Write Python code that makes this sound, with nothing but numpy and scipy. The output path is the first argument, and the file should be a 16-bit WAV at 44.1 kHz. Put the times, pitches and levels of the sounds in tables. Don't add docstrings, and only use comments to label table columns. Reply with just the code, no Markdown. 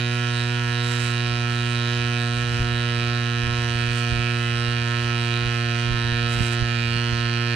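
import sys
import numpy as np
from scipy import signal
from scipy.fft import rfft, irfft, next_fast_len
from scipy.io import wavfile
from scipy.ndimage import uniform_filter1d

SR = 44100
rng = np.random.default_rng(int(sys.argv[2]) if len(sys.argv) > 2 else 0)


def master(y):
    cut = np.clip(np.atleast_2d(y).T, -1, 1)
    pcm = np.round(cut * 32767)
    wavfile.write(sys.argv[1], SR, pcm.astype(np.int16))


N = 332953


def undb(db):
    return 10 ** (np.asarray(db) / 20)


def unit(x):
    return x / np.sqrt(np.mean(x ** 2))


def unit_mid(x):
    return x / np.sqrt(np.mean(x.mean(axis=0) ** 2))


def seconds():
    return np.arange(N) / SR


def curve(table):
    time_s, value = np.transpose(table)
    return np.interp(seconds(), time_s, value)


def colour(x, points):
    size = next_fast_len(N)
    bin_hz = np.arange(size // 2 + 1) * SR / size + 1
    hz, db = np.transpose(points)
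    gain = undb(np.interp(np.log(bin_hz), np.log(hz), db))
    return irfft(rfft(x, size) * gain, size)[..., :N]


def walk(rate_hz):
    hold = int(SR / rate_hz)
    steps = np.repeat(rng.standard_normal(N // hold + 1), hold)
    return unit(uniform_filter1d(uniform_filter1d(steps, hold), hold)[:N])


def sides(pan_db):
    left = undb(pan_db)
    return np.array([left, np.ones_like(left)]) * 2 / (1 + left)


def pair(shared):
    common, left, right = rng.standard_normal((3, N))
    return np.sqrt(shared) * common + np.sqrt(1 - shared) * np.array([left, right])


# (rate [Hz], rate change [Hz/s], depth [Hz], first crest [cycles])
SPEED_WOBBLES = [(2.718, -.026, .33, .479), (4.209, .0257, .183, .229)]
STROKES_HZ, SAG_HZ_PER_S, SAG_EASES_HZ_PER_S2 = 120.24, .467, .02
SPEED_WANDER_HZ = 0.0706


def strokes():
    t = seconds()
    hz = STROKES_HZ - SAG_HZ_PER_S * t + SAG_EASES_HZ_PER_S2 * t ** 2
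    hz = hz + SPEED_WANDER_HZ * walk(9.)
    for rate_hz, change, depth_hz, crest in SPEED_WOBBLES:
        hz = hz + depth_hz * np.cos(2 * np.pi * (rate_hz * t + change * t ** 2 / 2 - crest))
    return np.cumsum(hz) / SR + .6


# (multiple of stroke rate [-], relative level [dB])
PRESSURE_MULTIPLES = [(1, 0.5), (2, -10), (3, -13), (4, -18), (5, -23.5), (6, -21), (7, -29.5), (8, -23),
                      (9, -25.5), (10, -25.5)]
FLIPPED_MULTIPLES = (5, 6, 7)
PRESSURE_RMS_DB, WAVER_DB_PER_LOG_MULTIPLE = -24, 0.99
DROP_RAD, LEAD_RAD = 1.683, 0.62
PRESSURE_PAN_DB, PAN_DB_PER_MULTIPLE = -2.5, -0.26


def pressure(turns):
    out = 0
    for k, db in PRESSURE_MULTIPLES:
        sign = -1 if k in FLIPPED_MULTIPLES else 1
        gain = sign * undb(db + WAVER_DB_PER_LOG_MULTIPLE * np.log(k) * walk(7.))
        phase = 2 * np.pi * k * turns - (k - 1) * DROP_RAD + LEAD_RAD * (k > 3)
        pan = sides(PRESSURE_PAN_DB + k * PAN_DB_PER_MULTIPLE)[:, None]
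        out = out + gain * np.cos(phase) * pan
    return undb(PRESSURE_RMS_DB) * out / np.std(out.mean(axis=0))


def knock_train(turns, place, sign, scatter_ms, scatter_db, drift_ms):
    stroke = np.arange(int(turns[-1]) + 1)
    late, strong = rng.standard_normal((2, len(stroke)))
    at = np.interp(stroke + place, turns, np.arange(N))
    shift_ms = late * scatter_ms + walk(12.)[at.astype(int)] * drift_ms
    pad = 32
    at = at + pad + shift_ms * SR / 1000
    taps = np.floor(at)[:, None] + np.arange(-7, 9)
    offset = taps - at[:, None]
    click = sign * np.sinc(offset) * np.cos(np.pi * offset / 17) ** 2
    click = click * undb(scatter_db * strong)[:, None]
    return np.bincount(taps.astype(int).ravel(), click.ravel(), N + 3 * pad)[pad:N + pad]


# (centre [Hz], width of one resonator [Hz], left minus right [dB], left lag [ms])
CASING_MODES = [(1308, 212, -10.5, 0.12), (1464.6, 155, -3.5, -0.13), (1747, 160, -9.5, -0.06),
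                (2050, 214, 0, -0.054), (2515, 325, -9.5, 0.021), (2780, 318, -11, 0.00051),
                (3122, 340, -8, -0.046), (3855, 394, -8, 0.0091), (4270, 500, -13, 0.046),
                (5084, 260, -6, 0.097), (5990, 420, -12.5, -0.04), (6580, 510, -16, 0.047),
                (8360, 1250, -46, 0.48), (10200, 1100, -51, .3), (13300, 2600, -30, .3)]
# (frequency [Hz], slope [dB/s])
CASING_DRIFT = [(1500, 0.13), (2700, 0.38), (3800, -0.1), (5800, -0.17), (10000, -1)]
# (time [s], level [dB])
UPPER_LEVEL = [(0, 0), (1.3, 1), (1.5, 4), (1.85, 0), (3.6, -1), (3.8, 4.5), (4.15, 4.5), (4.35, 1.5),
               (4.7, -0.5), (5, 3.5), (6.75, 1.5), (6.95, 6), (7.55, 7)]
UPPER_SHARE = {7: -.3, 8: 1}
SHIFT_DB_PER_OCTAVE, SHIFT_RATE_HZ = .35, 4.


def hold_db(mode):
    hz = CASING_MODES[mode][0]
    drift_hz, drift_db_per_s = np.transpose(CASING_DRIFT)
    slope = np.interp(np.log(hz), np.log(drift_hz), drift_db_per_s)
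    tilt = slope * (np.arange(N) - N / 2) / SR
    swing = UPPER_SHARE.get(mode, 0) * curve(UPPER_LEVEL)
    return tilt + swing + SHIFT_DB_PER_OCTAVE * np.log2(hz / 1000) * walk(SHIFT_RATE_HZ)


# (place [strokes], push or pull [sign], timing scatter [ms], size scatter [dB], timing drift [ms])
KNOCK_PLACES = [(.65, -1, .006, .9, .02), (.029, 1, .007, 1.2, .009), (.053, 1, .006, .9, .009),
                (.288, -1, .01, 1.4, .022)]
# (relative level into each casing mode [dB], ...)
KNOCK_LEVELS = [
    [-2.5, -39, 0, -11.5, -6, -42, -7.5, -47, -25, -16, -30, -41, -28, -48, -50],
    [-39, -58, -59, -31, -40, -36, -3, -2.5, -49, -24, -15.5, -13, -9, -24, -44],
    [-11, -44, -8.5, -6, 4, 0.5, -34, -3, -6.5, -11.5, -14.5, -47, -19.5, -33, -49],
    [-19, -6.5, -36, -15, -3, -38, -13.5, -48, -9, -15, -23, -42, -13, -26, -43],
]
CASING_RMS_DB, MODE_WAVER_DB, MODE_WAVER_RATE_HZ = -29.5, 1.25, 16.


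def casing(turns):
    size = next_fast_len(N + 4096)
    hz = np.arange(size // 2 + 1) * SR / size + 1
    trains = [rfft(knock_train(turns, *row), size) for row in KNOCK_PLACES]
    out = 0
    for m, (centre_hz, width_hz, pan_db, lag_ms) in enumerate(CASING_MODES):
        detune = (hz / centre_hz - centre_hz / hz) * centre_hz / width_hz
        ring = 1 / (1 + 1j * detune) ** 2
        drive = sum(undb(levels[m]) * train for levels, train in zip(KNOCK_LEVELS, trains))
        left = undb(pan_db) * np.exp(-2j * np.pi * hz * lag_ms / 1000)
        ports = np.array([left, np.ones_like(hz)])
        ringing = irfft(ring * drive / width_hz * ports, size)[:, :N]
        each_port = np.array([walk(MODE_WAVER_RATE_HZ), walk(MODE_WAVER_RATE_HZ)])
        waver = MODE_WAVER_DB * (walk(MODE_WAVER_RATE_HZ) + 0.25 * each_port)
        out = out + undb(hold_db(m) + waver) * ringing
    return undb(CASING_RMS_DB) * unit_mid(out)


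# (frequency [Hz], relative density [dB])
AIR_TONE = [(700, -32), (1300, -32), (2500, -5), (4000, -10), (5500, -15), (7300, -18.5), (8500, -19.5),
            (11000, -28.5), (14000, -51)]
# (frequency [Hz], level [dB])
AIR_PAN_TONE = [(60, -3.0), (110, -2.0), (200, -3.0), (370, -3.0), (670, -4.5), (1230, -6.5), (2250, -8.0),
                (4110, -9.0), (7510, -15.0), (13700, -21.5)]
AIR_RMS_DB, AIR_STEADY, AIR_SHARED = -41.5, 0.43, 1
AIR_START_STROKES, AIR_FADE_STROKES = 0.024, 0.82


def air(turns):
    since_start = (turns - AIR_START_STROKES) % 1
    puff = AIR_STEADY + np.exp(-since_start / AIR_FADE_STROKES)
    flutter = undb(2.0 * walk(14.))
    left, right = unit(colour(flutter * puff * pair(AIR_SHARED), AIR_TONE))
    return undb(AIR_RMS_DB) * np.array([colour(left, AIR_PAN_TONE), right])


# (start [s], rise [s], hold [s], fall [s], level [dB])
SLEEVE_BRUSHES = [(0.775, 0.11, 0.16, 0.14, -38), (3.88, 0.076, 0.037, .06, -40),
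                  (6.262, 0.063, 0.21, .045, -38.5)]
# (frequency [Hz], relative density [dB])
SLEEVE_TONE = [(500, -8), (2000, 4.5), (4000, -4), (6500, -5.5), (8300, -1), (10000, -12), (13000, -22),
               (15000, -44)]
SLEEVE_PAN_DB, SCRATCH_DB = -19.5, 1.2


def sleeve():
    cloth = unit(colour(pair(.4) * undb(SCRATCH_DB * walk(150.)), SLEEVE_TONE))
    rub = 0
    for start, rise, hold, fall, db in SLEEVE_BRUSHES:
        corners = np.cumsum([start, rise, hold, fall])
        rub = rub + undb(db) * np.interp(seconds(), corners, [0, 1, 1, 0])
    return rub * undb(SCRATCH_DB * walk(60.)) * sides(SLEEVE_PAN_DB)[:, None] * cloth


# (time [s], level [dB])
BREEZE_LEVEL = [(0.0, -50), (2.14, -48), (2.59, -42), (2.98, -44), (5.76, -47), (5.99, -46), (7.13, -48),
                (7.55, -52)]
# (frequency [Hz], relative density [dB])
BREEZE_COLOUR = [(15, -25), (32, -5), (55, 2.5), (85, 3.5), (160, -12.5), (250, -20), (400, -38),
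                 (800, -75)]
# (peak time [s], full width at 1/e [s], level [dB], left minus right [dB])
GUST_EVENTS = [(1.33, .14, -45, -8), (2.06, .12, -44, -6), (2.46, .25, -39, -3), (2.612, .09, -30, 2),
               (2.73, .08, -39, -9), (3.0, .06, -41, -14), (3.48, .07, -31, -19), (3.59, .07, -40, -7),
               (3.896, .12, -38, -13), (4.137, .07, -31, -13), (4.21, 0.074, -37, -20),
               (4.56, .07, -42, -15), (4.69, .07, -40, -16), (5.12, .25, -46, -12), (5.45, 0.08, -39, -21),
               (5.904, .12, -30.5, -18), (6.1, .14, -35, -16), (6.262, .09, -36, -9), (6.4, .08, -27, -1),
               (6.62, 0.053, -32, -23), (6.87, .12, -40, -6), (6.96, .06, -35, -14),
               (7.124, 0.066, -34, -23), (7.23, .14, -43, -20)]
# (frequency [Hz], relative density [dB])
GUST_COLOUR = [(15, -10), (32, 3), (55, 3), (85, 4), (160, -8.5), (250, -24.5), (400, -40), (800, -73)]
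WIND_SHARED, FLUTTER_DB, FLUTTER_RATE_HZ = .6, 4, 14.
BREEZE_PAN_DB, PAN_SWING_DB = -5, 2


def wind():
    t, air_flow = seconds(), pair(WIND_SHARED)
    breeze = undb(curve(BREEZE_LEVEL) + FLUTTER_DB * walk(FLUTTER_RATE_HZ))
    breeze = breeze * sides(BREEZE_PAN_DB + PAN_SWING_DB * walk(8.))
    gusts = 0
    for peak_s, width_s, db, pan_db in GUST_EVENTS:
        swell = np.exp(-(2 * (t - peak_s) / width_s) ** 2)
        gusts = gusts + undb(db) * sides(pan_db)[:, None] * swell
    return breeze * unit(colour(air_flow, BREEZE_COLOUR)) + gusts * unit(colour(air_flow, GUST_COLOUR))


# (centre time [s], level [dB], pitch [Hz], left minus right [dB])
PORT_THUMPS = [(2.611, -17, 45, -1), (3.48, -27, 70, -15), (4.136, -22, 75.8, -15), (4.688, -26, 72, -16),
               (5.902, -25, 110, -18), (6.121, -32, 79.5, -13), (6.41, -17, 149, -16),
               (6.622, -21, 80, -17), (6.962, -26, 130, -15), (7.13, -26, 80, -20)]


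def thumps():
    t, out = seconds(), np.zeros((2, N))
    for centre_s, db, hz, pan_db in PORT_THUMPS:
        near = slice(int((centre_s - .1) * SR), int((centre_s + .1) * SR))
        cycles = (t[near] - centre_s) * hz
        push = np.exp(-(cycles / .5) ** 2) * np.sin(2 * np.pi * cycles)
        out[:, near] += undb(db) * sides(pan_db)[:, None] * push
    return out


# (frequency [Hz], relative density [dB])
TRAFFIC_TONE = [(100, 1.5), (300, -10), (600, -11.5), (1000, -10), (2000, -5.5), (5000, -67)]
TRAFFIC_RMS_DB = -45.5


def traffic():
    return undb(TRAFFIC_RMS_DB) * unit(colour(pair(0.19), TRAFFIC_TONE))


def scene():
    turns = strokes()
    pump = pressure(turns) + casing(turns) + air(turns)
    return pump + sleeve() + wind() + thumps() + traffic()


TOP_HZ = 14200


def record(dry):
    return signal.sosfilt(signal.ellip(8, .2, 70, TOP_HZ, fs=SR, output="sos"), dry)


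dry = scene()
out = record(dry)
master(out)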